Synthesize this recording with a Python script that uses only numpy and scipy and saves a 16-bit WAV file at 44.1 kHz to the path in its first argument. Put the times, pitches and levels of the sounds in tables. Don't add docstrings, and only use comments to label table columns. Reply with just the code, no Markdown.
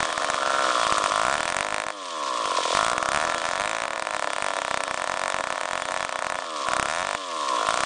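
import sys
import numpy as np
from scipy import signal
from scipy.io import wavfile

SR = 44100
rng = np.random.default_rng(int(sys.argv[2]) if len(sys.argv) > 2 else 0)


def master_out(mix):
    frames = np.transpose(np.atleast_2d(mix))
    ceiling = np.clip(frames, -1, 1)
    pcm = np.round(ceiling * 32767).astype(np.int16)
    wavfile.write(sys.argv[1], SR, pcm)


N = 346185
MID_SPEED = 70

# [t/s, turns per burn
FIRING_RHYTHM = [(.005, 2), (.091, 3), (.1787, 3), (.2205, 1), (.2459, 3), (.2873, 1), (.3014, 3),
                 (.4312, 2), (.4609, 1), (.4755, 2), (.5049, 1), (.5197, 2), (.549, 3), (.5931, 1),
                 (.6227, 3), (.7805, 1), (.8684, 3), (.9823, 2), (1.0212, 1), (1.061, 3), (1.1205, 1),
                 (1.2513, 1), (1.3807, 2), (1.5017, 2), (1.6083, 2), (1.7252, 2), (1.8665, 2), (1.9039, 99),
                 (2.4567, 3), (2.5849, 1), (2.6067, 2), (2.705, 1), (2.7511, 1), (2.8475, 1), (2.9326, 3),
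                 (3.0277, 2), (3.1188, 1), (3.2512, 2), (3.3815, 3), (3.4178, 2), (3.4419, 1), (3.4659, 2),
                 (3.5985, 1), (3.6577, 2), (3.7495, 2), (3.8545, 3), (3.9601, 2), (4.0239, 3), (4.0517, 2),
                 (4.1951, 3), (4.2244, 2), (4.2442, 3), (4.3636, 2), (4.5159, 2), (4.557, 1), (4.5673, 2),
                 (4.5879, 3), (4.7119, 3), (4.8793, 3), (4.9756, 2), (5.0749, 2), (5.1628, 1), (5.1731, 2),
                 (5.2802, 2), (5.4081, 3), (5.504, 2), (5.5794, 3), (5.612, 2), (5.6888, 2), (5.8546, 3),
                 (5.9203, 2), (5.9745, 3), (6.0065, 2), (6.0494, 4), (6.0929, 3), (6.2237, 2), (6.3005, 2),
                 (6.3446, 4), (6.3883, 3), (6.4225, 2), (6.4443, 99), (6.6706, 1), (6.6868, 3), (6.735, 2),
                 (6.8859, 1), (6.9614, 1), (7.0285, 2), (7.1499, 99), (7.594, 1), (7.6695, 1), (7.7422, 2),
                 (7.8358, 99)]


def from_db(db):
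    return 10 ** (np.asarray(db) / 20)


def rms_one(x):
    return x / np.sqrt(np.mean(x ** 2) + 1e-20)


def drift(rate_hz):
    r = np.exp(-2 * np.pi * rate_hz / SR)
    noise = rng.standard_normal(N + SR)
    return rms_one(signal.lfilter([1], [1, -2 * r, r * r], noise)[SR:])


def ring(x, modes):
    out = np.zeros(N)
    for hz, width_hz, level_db in modes:
        r = np.exp(-np.pi * width_hz / SR)
        w = 2 * np.pi * hz / SR
        mode = signal.lfilter([0, np.sin(w)], [1, -2 * r * np.cos(w), r * r], x + 1e-18)
        out += from_db(level_db) * mode
    return out


def butter(x, hz, kind, order=2):
    return signal.sosfilt(signal.butter(order, hz, kind, fs=SR, output="sos"), x)


def clicks(seconds, sizes):
    out = np.zeros(N)
    at = np.clip(np.round(seconds * SR).astype(int), 0, N - 1)
    np.add.at(out, at, sizes)
    return out


def crank_angle(speed):
    free = np.cumsum(speed) / SR
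    at_change = free[(np.array(FIRING_RHYTHM)[:, 0] * SR).astype(int)]
    whole = np.cumsum(np.maximum(np.round(np.diff(at_change)), 1))
    knots = np.r_[at_change[0] - 3, at_change, at_change[-1] + 3]
    return np.interp(free, knots, np.r_[-3, 0, whole, whole[-1] + 3] + 3)


def coasting(t):
    # [start t/s, end t/s]
    coasts = [(1.905, 2.74), (6.39, 6.68), (7.151, 7.66)]
    return sum((t - start) * (t > start) * (t < end) for start, end in coasts)


def unsteady(speed):
    held = coasting(np.arange(N) / SR) == 0
    return np.clip((speed - 62) / 30, .1, 1) * held


def firings(angle):
    # [t/s, relative bang level/dB, relative crack level/dB]
    burn_strength = [(0, -9.5, -6.5), (.35, -8.5, -10), (.45, -10, -15), (.75, -9.5, -18),
                     (.95, -7.5, -1.5), (1.12, -5.5, -8), (1.3, -9.5, -7), (1.9, -13, -13.5),
                     (2.5, -9.5, -1), (2.72, -10, 6), (2.8, -7.5, -10), (2.95, -10.5, -4), (3.2, -9.5, -10),
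                     (3.8, -13.5, -12), (4.25, -10.5, -12.5), (4.7, -9, -10), (5.5, -11, -11.5),
                     (6.35, -10.5, -11.5), (6.7, -6, -7.5), (6.77, -8.5, -4), (7.0, -12.5, -14),
                     (7.6, -2.5, -5), (7.7, -6, -5), (7.85, -9.5, -4)]
    # [t/s, loss of level/dB (negative = louder), dullness/dB (negative = brighter)]
    odd_burns = [(.091, -5.5, 16), (.104, -4, 10), (.128, -0.5, 5), (.179, -3, 3.5), (.220, -5, 12),
                 (.233, -4.5, 9.5), (.288, -5, 11), (.387, 4, -2), (.564, -2, 5), (.654, -1, 2),
                 (.731, 4, 4), (.850, 4, 4), (.982, 1, 3), (1.021, 6, 7.5), (1.141, 1, 5),
                 (1.312, -3, 8), (1.367, -4, 14), (1.491, -7, 11), (2.456, 1, 8), (2.478, 2, 16),
                 (2.518, 2, 14), (2.585, 0, 19), (2.606, 5, 14), (2.630, 12, 14), (2.657, -1.5, 16),
                 (2.679, 6, 24), (2.705, 2, 25), (2.729, 0.5, 17), (2.751, 4.5, -1.5), (2.917, -5, 10),
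                 (2.965, 3, 10), (3.187, 0, 7), (3.239, -9, 13), (3.322, -7, 10), (3.442, -1, 4),
                 (3.454, -4.5, 3), (3.501, -5, 15), (3.567, -5, 15), (3.628, 0, 15), (3.648, -3, 8),
                 (4.052, -1, 5), (4.089, 0, 8), (4.127, 2, 8), (4.137, 2, 2), (4.404, -1, 12),
                 (4.506, -5, 9), (4.516, 1, 10), (4.557, 1, 10), (4.998, -1.5, 7), (5.064, 3, 14),
                 (5.162, -4, 14), (5.546, 2, 16), (5.558, -3, 7), (5.678, -1, 8), (5.689, -2.5, 5),
                 (5.799, 0, 3), (5.909, -1, 5), (5.920, -9, 9), (5.963, -2, 2), (5.995, 0, 8),
                 (6.344, 0, 11), (6.355, 3, -4), (6.422, 1, 11), (6.445, 4, 10), (6.671, 4, 7),
                 (6.687, 2.5, -0.5), (6.719, 3.5, 4), (6.872, 3, 13), (7.018, -4, 2.5), (7.594, 14, 8),
                 (7.614, 5, 10), (7.632, 4, 7), (7.651, 4, 10), (7.670, 2.5, 3), (7.725, 2, 7),
                 (7.759, 2, 10), (7.791, 2, 13)]
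    t = np.arange(N) / SR
    first = np.round(np.interp(np.array(FIRING_RHYTHM)[:, 0], t, angle)).astype(int)
    turns = np.arange(first[0], first[-1] + 1)
    burns = np.isin(turns, first)
    for start, end, (_, every) in zip(first, first[1:], FIRING_RHYTHM):
        burns |= np.isin(turns, range(start, end - every + 1, every))

    single_s, *single_db = np.transpose(odd_burns)
    single = np.round(np.interp(single_s, t, angle)).astype(int) - first[0]
    loss_db = np.zeros((2, len(turns)))
    loss_db[:, single] = single_db
    burns[single] = True
    weak_db, dull_db = loss_db[:, burns]

    s = np.interp(turns, angle, t)[burns]
    luck = rng.standard_normal((len(turns), 2))[burns]
    when, bang_db, sharp_db = np.transpose(burn_strength)
    rest = np.log2(np.minimum(np.diff(turns[burns], prepend=first[0] - 2), 3))
    peak_db = np.interp(s, when, bang_db) + .5 * rest + 1.5 * luck[:, 0]
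    crack_db = np.interp(s, when, sharp_db) + .5 * (rest - 1) + 1.6 * luck[:, 1]
    return s, peak_db - weak_db, crack_db - peak_db - dull_db, dull_db


def distant_rumble():
    return from_db(-75) * rms_one(butter(rng.standard_normal(N), [15, 120], "band", order=1))


def hiss(angle, hiss_db):
    # [f/Hz, relative spectral level/dB]
    hiss_spectrum = [(150, -26), (320, -10), (650, -8), (1100, -4), (1600, -4), (2200, -3), (3400, 0),
                     (4500, -3), (7500, -5), (10000, -8)]
    # [f/Hz, width/Hz, level against the hiss/dB]
    metal_modes = [(3383, 150, -5.5), (3092, 80, -10), (3700, 87, -9.5)]
    out = np.zeros(N)
    edges = 140 * 2 ** (np.arange(20) / 3)
    white = rng.standard_normal((2, N))
    hz, level_db = np.transpose(hiss_spectrum)
    for k, (low, high) in enumerate(zip(edges, edges[1:])):
        band_db = np.interp(np.log(low * high) / 2, np.log(hz), level_db)
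        flicker_db = 2.4 * drift(35)
        out += from_db(band_db + flicker_db) * butter(white[k % 2], [low, high], "band")

    metal = np.zeros(N)
    for mode in metal_modes:
        ringing = rms_one(ring(ring(white[0], [mode]), [mode]))
        metal += ringing * from_db(mode[2] + 2.3 * drift(28))

    tick_now = rng.random(N) < 700 / SR
    tick_size = from_db(4 * np.minimum(rng.exponential(1, N), 4))
    ticks = tick_now * tick_size * rng.choice([-1, 1], N)
    metal += from_db(1) * rms_one(butter(ticks, [1500, 6000], "band"))
    beat = from_db(0.13 * np.cos(4 * np.pi * (angle - .05)))
    return from_db(hiss_db - 1.5) * beat * (rms_one(out) + metal)


def intake(angle, speed, honk_db, honk_hz, burns):
    t = np.arange(N) / SR
    turns = np.arange(int(angle[-1]) + 2)
    throttle = np.clip((honk_hz - 1070) / 230, 0, 1)
    delay_turns = .28 + 0.068 * throttle + 0.0693 * np.clip(1.9 - speed / 50, 0, 1)
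    opened = np.interp(turns, angle - delay_turns, t)
    turn = np.clip(np.searchsorted(opened, t) - 1, 0, None)
    since = np.maximum(t - opened[turn], 0)
    rise = since / (.0026 - 0.0012 * throttle)
    swell = (rise * np.exp(1 - rise)) ** 2

    ragged = unsteady(speed)
    luck = rng.standard_normal((len(turns), 2))[turn] * [.04, 2.5] * (.25 + .75 * ragged)[:, None]
    tone = np.sin(2 * np.pi * honk_hz * (1 + luck[:, 0]) * since)
    rough = (.18 + .5 * ragged) * rms_one(butter(rng.standard_normal(N), [850, 1700], "band"))
    after_burn = np.isin(turn, np.round(np.interp(burns[0], t, angle)))
    level_db = honk_db + 4.5 + luck[:, 1] - 7 * after_burn
    return -from_db(level_db) * swell * (tone + rough)


def puffs(angle, speed, puff_db):
    # [f/Hz, width/Hz, level/dB]
    puff_modes = [(850, 1370, 7), (309, 50.6, -9.5), (1240, 1230, 8), (1706, 18, -11)]
    # [f/Hz, width/Hz, level/dB]
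    port_whistle = [(1052, 93, -1), (1338, 52, 5)]
    at = np.flatnonzero(np.diff(np.floor(angle)) > 0)
    uneven_db = (1.2 + 2.2 * unsteady(speed)[at]) * rng.standard_normal(len(at))
    sizes = from_db(puff_db[at] + uneven_db)
    slug = ring(butter(clicks(at / SR - .0003, sizes), 960, "low"), puff_modes)
    whistle_sizes = sizes * from_db(-0.15 * (speed[at] - MID_SPEED))
    whistle = ring(butter(clicks(at / SR - .0021, whistle_sizes), 560, "low"), port_whistle)
    return -slug - whistle


def thumps(burns):
    s, peak_db, crack_db, _ = burns
    uneven = 1.1 + .6 * rng.standard_normal(len(s))
    sizes = from_db(1.3 * (peak_db + crack_db)) * uneven
    return -from_db(12.0) * butter(clicks(s - .0002, sizes), 1500, "low")


def bangs(speed, burns):
    # [f/Hz, width/Hz, level/dB]
    bang_modes = [(1250, 1390, 3), (1768, 53, -23.5)]
    lead_in = [(.5, 0.11), (1, 0.42), (1.5, -.3), (2, 0.64)]
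    # [f/Hz, width/Hz, level/dB]
    can_boom = [(770, 1470, -9)]
    # [f/Hz, width/Hz, level/dB]
    can_ring = [(597, 392, -17.5)]
    # [f/Hz, width/Hz, level/dB]
    crack_modes = [(2270, 1380, -8), (3680, 330, -20.5)]
    # [from f/Hz, to f/Hz, relative level/dB]
    gas_noise = [(1990, 4900, -19), (5290, 10700, -16)]
    s, peak_db, crack_db, dull_db = burns
    size = from_db(peak_db + 3.0)
    sharp = from_db(peak_db + crack_db + 6.0)
    burn_speed = speed[(s * SR).astype(int)]
    slow = np.clip(1.75 - burn_speed / 60, .15, 1)
    slow_dull_db = dull_db * np.sqrt(slow)

    blast = size * from_db(-1.1 * slow_dull_db)
    swing_s = 0.00046 + 0.00039 * slow
    push = clicks(s - .0002, blast)
    for swings, share in lead_in:
        push += clicks(s - .0002 - swings * swing_s, share * slow ** swings * size)
    body = ring(butter(push, 1660, "low"), bang_modes)

    boom_db = 4.0 * slow + 2.0 * rng.standard_normal(len(s))
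    body += ring(butter(clicks(s - .00025, blast * from_db(boom_db)), 1500, "low"), can_boom)
    ring_db = .5 * slow_dull_db + 11 * slow
    body += ring(butter(clicks(s + 0.00057, size * from_db(ring_db)), 1190, "low"), can_ring)

    crack = sharp * from_db(0.1383 * (burn_speed - MID_SPEED))
    crack_push = clicks(s - .0002, crack) + clicks(s - .00065, 0.24 * crack)
    body += ring(butter(crack_push, 2800, "low"), crack_modes)

    gate = signal.lfilter([1], [1, -np.exp(-1 / (0.0021 * SR))], clicks(s - .0008, sharp))
    noise = np.zeros(N)
    for low_hz, high_hz, db in gas_noise:
        noise += from_db(db) * butter(rng.standard_normal(N), [low_hz, high_hz], "band")
    return butter(gate * noise - body, 452, "high")


def ground_echo(saw):
    lag = int(0.00216 * SR)
    late = np.r_[np.zeros(lag), saw[:-lag]]
    return -from_db(-4.5) * butter(late, 786, "low")


def colour_dips(saw):
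    # [centre f/Hz, width/Hz, share removed 0-1]
    dips = [(854, 48, 0.95), (1570, 100, 0.6), (1980, 61, 0.86)]
    for hz, width_hz, share in dips:
        saw = saw - share * butter(saw, [hz - width_hz / 2, hz + width_hz / 2], "band", order=1)
    return saw


def scene():
    # [t/s, turns per s]
    crank_speed = [(0, 82.4), (.3, 71.6), (.45, 67.8), (.62, 67.8), (.85, 55.7), (1.05, 50.4), (1.2, 53.8),
                   (1.4, 79.5), (1.65, 102.6), (1.9, 107.6), (2.33, 61.3), (2.55, 45.6), (2.7, 41),
                   (2.9, 59.4), (3.1, 67.5), (3.3, 84.8), (3.45, 83.2), (3.7, 108), (3.85, 115.9), (4, 108),
                   (4.5, 98), (5, 90.9), (5.3, 93.8), (5.7, 90.9), (6.41, 90), (6.64, 66.1), (6.72, 62.6),
                   (6.85, 69.2), (7.05, 95.4), (7.15, 101.8), (7.52, 62.8), (7.67, 52), (7.85, 70.7)]
    # [t/s, relative honk level/dB, mean honk pitch f/Hz]
    throat = [(0, -29, 1150), (.35, -25, 1170), (.48, -18.5, 1360), (0.649, -15.5, 1300),
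              (.85, -18.5, 1140), (1.001, -18, 1200), (1.16, -21, 1150), (1.242, -18.5, 1210),
              (1.311, -22.5, 1400), (1.45, -29, 1370), (1.75, -41, 1240), (1.88, -42, 1160),
              (2.268, -25.5, 1070), (2.42, -23, 1120), (2.58, -20.5, 1055), (2.7, -23, 990),
              (2.82, -17.5, 1280), (2.97, -24.5, 1166), (3.19, -23.5, 1240), (3.34, -28.5, 1270),
              (3.85, -39, 1240), (4.11, -38.5, 1280), (5.2, -37, 1170), (6.38, -35, 1230),
              (6.709, -23.5, 1080), (6.909, -28, 1330), (7.11, -39, 1140), (7.54, -21, 1060),
              (7.85, -24, 1170)]
    # [t/s, relative level/dB]
    hiss_level = [(0.0, -38), (0.33, -38.5), (0.52, -36.5), (0.74, -33), (1.16, -36), (1.35, -39.5),
                  (1.88, -49.5), (2.08, -40), (2.25, -39.5), (2.75, -32), (2.97, -43.5), (3.37, -39),
                  (3.96, -49), (4.13, -44.5), (4.5, -43), (5.53, -45.5), (5.88, -43.5), (6.25, -47),
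                  (6.63, -39), (6.84, -42), (7.11, -43), (7.34, -39), (7.5, -36.5), (7.85, -37.5)]
    t = np.arange(N) / SR
    s, *columns = np.transpose(throat)
    honk_db, honk_hz = [np.interp(t, s, column) for column in columns]
    hiss_db = np.interp(t, *np.transpose(hiss_level))
    speed = np.interp(t, *np.transpose(crank_speed))
    angle = crank_angle(speed)
    burns = firings(angle)

    puff_db = -25 + 0.0344 * (speed - MID_SPEED) + 0.61 * (honk_db - honk_db.mean())
    saw = hiss(angle, hiss_db) + intake(angle, speed, honk_db, honk_hz, burns)
    saw += puffs(angle, speed, puff_db) + bangs(speed, burns)
    saw = colour_dips(saw + ground_echo(saw))
    mix = distant_rumble() + thumps(burns) + butter(saw, 368.0, "high", order=4)
    return mix[None]


def record(dry):
    rounded = .95 * np.tanh(dry / .95)
    top_cut = signal.cheby2(12, 60, 10900, fs=SR, output="sos")
    return signal.sosfilt(top_cut, rounded)


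dry = scene()
out = record(dry)
master_out(out)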